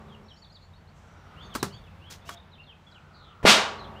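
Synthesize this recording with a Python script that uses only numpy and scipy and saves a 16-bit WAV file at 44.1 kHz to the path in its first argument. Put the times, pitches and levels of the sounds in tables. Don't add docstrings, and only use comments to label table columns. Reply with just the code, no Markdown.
import sys
import numpy as np
from scipy import signal
from scipy.fft import rfft, irfft, next_fast_len
from scipy.io import wavfile
from scipy.ndimage import map_coordinates

SR = 44100
rng = np.random.default_rng(int(sys.argv[2]) if len(sys.argv) > 2 else 0)


def master_out(mix):
    frames = np.transpose(np.atleast_2d(mix))
    ceiling = np.clip(frames, -1, 1)
    pcm = np.round(ceiling * 32767).astype(np.int16)
    wavfile.write(sys.argv[1], SR, pcm)


N = 176400
STRIKE_S = 3.4515

# time_s, width_s, level_db
SHEET_PUSHES = [(3.4455, 0.0011, -17)]
SHEET_SNAPS = [(3.4528, 0.00045, -2), (3.4576, 0.00024, -9)]
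# freq_hz, relative_db
GRAZE_SPECTRUM = [(60, -4), (500, -5.5), (1500, -14), (15000, -47.5)]
def sheet_boom(graze_s=3.429, graze_db=-32):
    out, t = np.zeros(N), np.arange(N) / SR
    graze = noise(GRAZE_SPECTRUM, clock(STRIKE_S - graze_s))
    add(out, graze_s, amp(graze_db) * graze * np.linspace(.5, 1, len(graze)))
    for time_s, width_s, level_db in SHEET_PUSHES:
        out += amp(level_db) * bell(t - time_s, width_s)
    for time_s, width_s, level_db in SHEET_SNAPS:
        out += amp(level_db) * snap(t - time_s, width_s)
    return out


# freq_hz, relative_db
CRASH_SPECTRUM = [(35, -60.5), (60, -25.5), (185, -3.5), (376, -10), (497, -6.5), (1120, -5.5),
                  (1870, -6.5), (3340, -4), (9080, -17), (13500, -28), (15500, -33.5)]
# freq_hz, duration_s
CRASH_RISE_S = [(200, 0.0044), (600, 0.024), (1500, 0.023), (4000, 0.037), (10000, 0.068)]
CRASH_HOLD_S = [(200, 0.035), (1000, 0.042), (4000, 0.056), (10000, 0.037)]
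CRASH_T60_S = [(150, 0.23), (450, 0.53), (950, 0.69), (2000, 0.45), (4000, 0.39), (6500, 0.37),
               (12000, 0.25)]
# pitch_hz, level_db
SHEET_MODES = [(207, -21), (416, -28), (580, -27), (637, -25), (962, -24), (1174, -26), (1414, -24),
               (1624, -26), (2085, -23), (2290, -20), (2865, -21), (3726, -19)]
def sheet_crash(crash_db=-11, lead_s=.0038):
    def envelope(hz, t):
        rise = np.minimum((t + lead_s) / along(CRASH_RISE_S, hz), 1)
        return rise * fade(t, along(CRASH_T60_S, hz), along(CRASH_HOLD_S, hz))

    out, t = np.zeros(N), clock(1)
    crash = amp(crash_db) * by_band(noise(CRASH_SPECTRUM, t), envelope)
    for pitch_hz, level_db in SHEET_MODES:
        rise = 1 - np.exp(-t / along(CRASH_RISE_S, pitch_hz))
        crash += rise * mode(t, pitch_hz, level_db, along(CRASH_T60_S, pitch_hz))
    add(out, STRIKE_S, crash)
    return out


# pitch_hz, level_db
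FRAME_MODES = [(215.3, -46.5), (376.8, -53), (410, -49.5), (473.7, -53), (549, -48), (716, -48),
               (786, -47.5), (893.6, -43), (1130, -37.5), (1270, -47)]
# freq_hz, relative_db
SHIMMER_SPECTRUM = [(100, -19), (250, -3), (520, 1), (1100, 0), (2000, -11), (4000, -21.5), (15000, -57)]
def frame_ring(shimmer_db=-36.5, opening_gain_db=8.5):
    def ring(t):
        clear = sum(mode(t, hz, db, t60_s=5.3 * (200 / hz) ** .61) for hz, db in FRAME_MODES)
        return clear + amp(shimmer_db) * fade(t, t60_s=2.22) * noise(SHIMMER_SPECTRUM, t)

    out, t = np.zeros(N), clock(1)
    add(out, STRIKE_S, ring(t))
    add(out, 0, amp(opening_gain_db) * ring(t + 1) * fade(t, t60_s=.19, hold_s=.27))
    return out


# start_s, level_db, hold_s, t60_s, bass_db, treble_db
BALL_KNOCKS = [(1.551, -29.5, 0.0078, 0.025, -6, -2), (1.5598, -32.5, .0015, .03, 0, -0.5),
               (1.6286, -22, 0.0028, 0.013, 2, -0.5), (2.101, -51.5, .002, .02, -8, 6),
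               (2.2915, -34.5, 0.0042, 0.023, -11, -8.5)]
# freq_hz, relative_db
KNOCK_SPECTRUM = [(60, -15), (170, 0), (370, -3.5), (520, -5.5), (750, -4.5), (1250, -1.5), (1800, -10),
                  (2600, -17), (3700, -13), (5000, -14), (7700, -16), (15000, -23)]
# pitch_hz, relative_db, t60_s
BODY_MODES = [(194.3, -16.5, 0.33), (398, -16.5, .25), (1134, -16, 0.17), (1334, -14.5, 0.15)]
# freq_hz, t60_s
TAIL_T60_S = [(200, 0.26), (1200, 0.15), (5000, 0.2), (12000, 0.13)]
def knocks(click_db=3, click_width_s=.00008, tail_db=-6):
    out, t = np.zeros(N), clock(.63)
    for start_s, level_db, hold_s, t60_s, bass_db, treble_db in BALL_KNOCKS:
        tilt = [(350, bass_db), (1000, 0), (2000, 0), (6000, treble_db)]
        spectrum = [(hz, db + along(tilt, hz)) for hz, db in KNOCK_SPECTRUM]
        envelope = fade(t, t60_s, hold_s)
        burst = unit(noise(spectrum, t) * envelope) * np.sqrt(np.mean(envelope ** 2))
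        tail = by_band(noise(spectrum, t), lambda hz, t: fade(t, along(TAIL_T60_S, hz)))
        click = amp(click_db) * snap(t - 2 * click_width_s, click_width_s)
        ring = sum(mode(t, hz, db + along(tilt, hz), ring_s) for hz, db, ring_s in BODY_MODES)
        add(out, start_s, amp(level_db) * (click + burst + ring + amp(tail_db) * tail))
    return out


# time_s, pitch_hz, width_s, level_db
LOW_THUMPS = [(1.5611, 298, .0013, -26.5), (1.6303, 315, 0.0012, -16), (1.754, 113, 0.012, -40)]
def thumps():
    out, t = np.zeros(N), np.arange(N) / SR
    for time_s, pitch_hz, width_s, level_db in LOW_THUMPS:
        out += amp(level_db) * bell(t - time_s, width_s) * np.cos(2 * np.pi * pitch_hz * (t - time_s))
    return out


# start_s, level_db, rise_s, hold_s, t60_s
GRASS_BRUSHES = [(1.538, -49, 0.0051, 0.011, 0.084), (2.104, -45, 0.00087, 0.021, 0.18),
                 (2.246, -51, 0.038, 0.1, 0.025)]
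# freq_hz, relative_db
GRASS_SPECTRUM = [(200, -1), (1000, -6), (3000, -2.5), (6500, -1.5), (9000, -11.5), (15000, -15.5)]
def grass(grain_db=1.6):
    out, t = np.zeros(N), clock(.5)
    for start_s, level_db, rise_s, hold_s, t60_s in GRASS_BRUSHES:
        blades = unit(noise(GRASS_SPECTRUM, t) * amp(grain_db * wobble(t, 376)))
        envelope = np.minimum(t / rise_s, 1) * fade(t, t60_s, hold_s)
        add(out, start_s, amp(level_db) * blades * envelope)
    return out


# start_s, end_s, base_db
BALL_FLIGHTS = [(1.021, 1.552, -52), (2.849, 3.448, -52.5)]
def ball_whistle(first_hz=1440, last_hz=1260, approach_db=8):
    out = np.zeros(N)
    for start_s, end_s, base_db in BALL_FLIGHTS:
        t = clock(end_s - start_s)
        whistle = narrow_noise(t, np.linspace(first_hz, last_hz, len(t)), width_hz=330)
        level_db = base_db - approach_db * (1.5 - t / t[-1])
        add(out, start_s, amp(level_db) * whistle * signal.windows.tukey(len(t), .1))
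    return out


# start_s, length_s, first_hz, middle_hz, last_hz, relative_db
BIRD_NOTES = [(0.08, 0.039, 4000, 3450, 3240, -54), (0.119, 0.039, 3400, 3100, 2740, -49.5),
              (0.223, 0.204, 5550, 5480, 5500, -66.5), (0.28, 0.049, 4750, 3360, 3230, -50.5),
              (0.355, 0.045, 4000, 4520, 5070, -58), (0.361, 0.049, 6400, 6900, 7000, -70),
              (0.417, 0.039, 4400, 4160, 3370, -50), (0.495, 0.043, 4100, 4370, 5070, -56),
              (0.502, .05, 6600, 6850, 6900, -71), (0.543, 0.036, 4700, 4080, 3300, -50),
              (0.609, 0.051, 4200, 4330, 4600, -57.5), (.615, 0.047, 6650, 6900, 7040, -69),
              (0.73, 0.056, 3600, 4170, 4800, -59), (0.872, 0.026, 3950, 4200, 4640, -57),
              (1.046, 0.28, 5920, 5760, 5660, -70), (1.359, 0.091, 2500, 3240, 3660, -45),
              (1.421, 0.044, 4450, 4550, 4540, -54.5), (1.422, 0.06, 6500, 6550, 6400, -63),
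              (1.498, 0.058, 3600, 3350, 2600, -48), (1.585, 0.041, 4300, 4045, 3540, -46.5),
              (1.69, .11, 2650, 3254, 3630, -51.5), (1.722, 0.033, 4350, 4500, 4500, -49),
              (1.728, 0.042, 7100, 6750, 6550, -63), (1.832, 0.064, 3600, 3080, 2260, -53),
              (1.995, 0.11, 2400, 3050, 3400, -48), (2.217, 0.044, 3400, 3550, 3750, -54),
              (2.242, 0.12, 2380, 3140, 3460, -50), (2.235, 0.14, 660, 693, 683, -51),
              (2.367, 0.016, 3550, 3610, 3640, -47), (2.516, 0.047, 4200, 3670, 3000, -51),
              (2.58, 0.049, 2500, 2750, 2760, -48.5), (2.63, 0.022, 4600, 4040, 3770, -58.5),
              (2.662, 0.077, 3700, 3150, 2300, -49.5), (2.864, 0.044, 3350, 3370, 3370, -52.5),
              (2.912, .02, 5000, 4280, 3650, -53.5), (2.943, 0.046, 3350, 2910, 2350, -48),
              (3.782, 0.087, 4350, 3924, 2960, -44.5), (3.943, 0.085, 2500, 3114, 3210, -46.5)]
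# start_s, length_s, first_hz, last_hz, width_hz
BIRD_RASP = (3.12, .24, 4600, 2850, 1000)
def birds(note_gain_db=-4.5, waver=.025, flutter_db=3.3, wall_db=-12, rasp_db=-61, reverb_db=-7.5):
    out = np.zeros(N)
    for start_s, length_s, first_hz, middle_hz, last_hz, relative_db in BIRD_NOTES:
        t = clock(length_s)
        glide = np.polyfit([0, .5, 1], [first_hz, middle_hz, last_hz], 2)
        pitch_hz = np.polyval(glide, t / length_s) * (1 + waver * wobble(t, 311))
        level_db = relative_db + note_gain_db + flutter_db * wobble(t, 90)
        note = amp(level_db) * signal.windows.tukey(len(t), .3) * np.sin(phase(pitch_hz))
        add(out, start_s, note)
        for delay_s in rng.uniform(.005, .035, size=2):
            add(out, start_s + delay_s, amp(wall_db) * note)
    start_s, length_s, first_hz, last_hz, width_hz = BIRD_RASP
    t = clock(length_s)
    rasp = narrow_noise(t, np.linspace(first_hz, last_hz, len(t)), width_hz)
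    add(out, start_s, amp(rasp_db) * signal.windows.tukey(len(t), .3) * rasp)
    t = clock(.5)
    impulse = rng.standard_normal(len(t)) * fade(t, t60_s=.35)
    return out + amp(reverb_db) * signal.fftconvolve(out, impulse / np.linalg.norm(impulse))[:N]


# freq_hz, relative_db
RUMBLE_SPECTRUM = [(20, -26), (48, -4), (88, -2), (115, -10), (145, -3), (185, -8), (260, -22),
                   (600, -52.5)]
AIR_SPECTRUM = [(120, -22.5), (200, -2.5), (273, -10.5), (906, -7.5), (2500, -18.5), (3800, -23),
                (5490, -32), (15000, -58)]
HISS_SPECTRUM = [(3500, -24), (5500, 0), (7800, -2), (9000, -15), (12000, -23), (15000, -32)]
# time_s, level_db
RUMBLE_DB = [(.15, -52), (.35, -56.5), (1.2, -54.5), (1.4, -50.5), (1.8, -50), (2.5, -56), (3.3, -57.5),
             (3.9, -49)]
AIR_DB = [(0, -57), (.5, -61), (.85, -59.5), (1.2, -56), (1.45, -52), (1.9, -56), (2.3, -55.5), (2.7, -60),
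          (3.099, -58), (4, -57.5)]
HISS_DB = [(0, -79), (.93, -82.5), (.97, -70), (1.3, -84), (1.75, -81), (2.5, -100), (2.92, -75),
           (3.1, -83)]
def yard(hum_hz=90.7, hum_relative_db=-1.5):
    t = np.arange(N) / SR
    hum = amp(hum_relative_db) * np.sin(2 * np.pi * hum_hz * t + .5 * wobble(t, 2.2))
    rumble = (hum + noise(RUMBLE_SPECTRUM, t)) * gain_curve(RUMBLE_DB, t)
    air = noise(AIR_SPECTRUM, t) * gain_curve(AIR_DB, t)
    hiss = noise(HISS_SPECTRUM, t) * gain_curve(HISS_DB, t)
    return rumble + air + hiss


def amp(db):
    return 10 ** (np.asarray(db) / 20)


def gain_curve(points, t):
    return amp(np.interp(t, *np.transpose(points)))


def unit(x):
    return x / np.sqrt(np.mean(x ** 2) + 1e-20)


def along(points, hz):
    freq_hz, values = np.transpose(points)
    return np.interp(np.log(hz + 1), np.log(freq_hz + 1), values)


def clock(length_s):
    return np.arange(int(length_s * SR)) / SR


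def add(out, start_s, x):
    i = max(0, round(start_s * SR))
    out[i:i + len(x)] += x[:max(0, len(out) - i)]


def wobble(t, rate_hz):
    knots = rng.standard_normal(int(t[-1] * rate_hz) + 4)
    return unit(map_coordinates(knots, [t * rate_hz]))


def filtered(x, response):
    size = next_fast_len(len(x) + 8192)
    return irfft(rfft(x, size) * response(np.fft.rfftfreq(size, 1 / SR)), size)[:len(x)]


def noise(spectrum, t):
    return unit(filtered(rng.standard_normal(len(t)), lambda hz: amp(along(spectrum, hz))))


def by_band(x, envelope):
    hz, t, bands = signal.stft(x, SR, nperseg=256)
    return signal.istft(bands * envelope(hz[:, None], t), SR)[1][:len(x)]


def fade(t, t60_s, hold_s=0):
    return amp(-60 * np.maximum(t - hold_s, 0) / t60_s)


def phase(hz):
    return 2 * np.pi * np.cumsum(hz) / SR


def narrow_noise(t, hz, width_hz):
    return wobble(t, width_hz) * np.cos(phase(hz)) + wobble(t, width_hz) * np.sin(phase(hz))


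def mode(t, hz, db, t60_s):
    return amp(db) * fade(t, t60_s) * np.sin(2 * np.pi * (hz * t + rng.random()))


def bell(t, width_s):
    return np.exp(-.5 * (t / width_s) ** 2)


def snap(t, width_s):
    return ((t / width_s) ** 2 - 1) * bell(t, width_s)


def scene():
    target = sheet_boom() + sheet_crash() + frame_ring()
    return (target + knocks() + thumps() + grass() + ball_whistle() + birds() + yard())[None]


def record(dry, top_hz=15600):
    return filtered(np.clip(dry[0], -1, 1), lambda hz: hz < top_hz)[None]


dry = scene()
out = record(dry)
master_out(out)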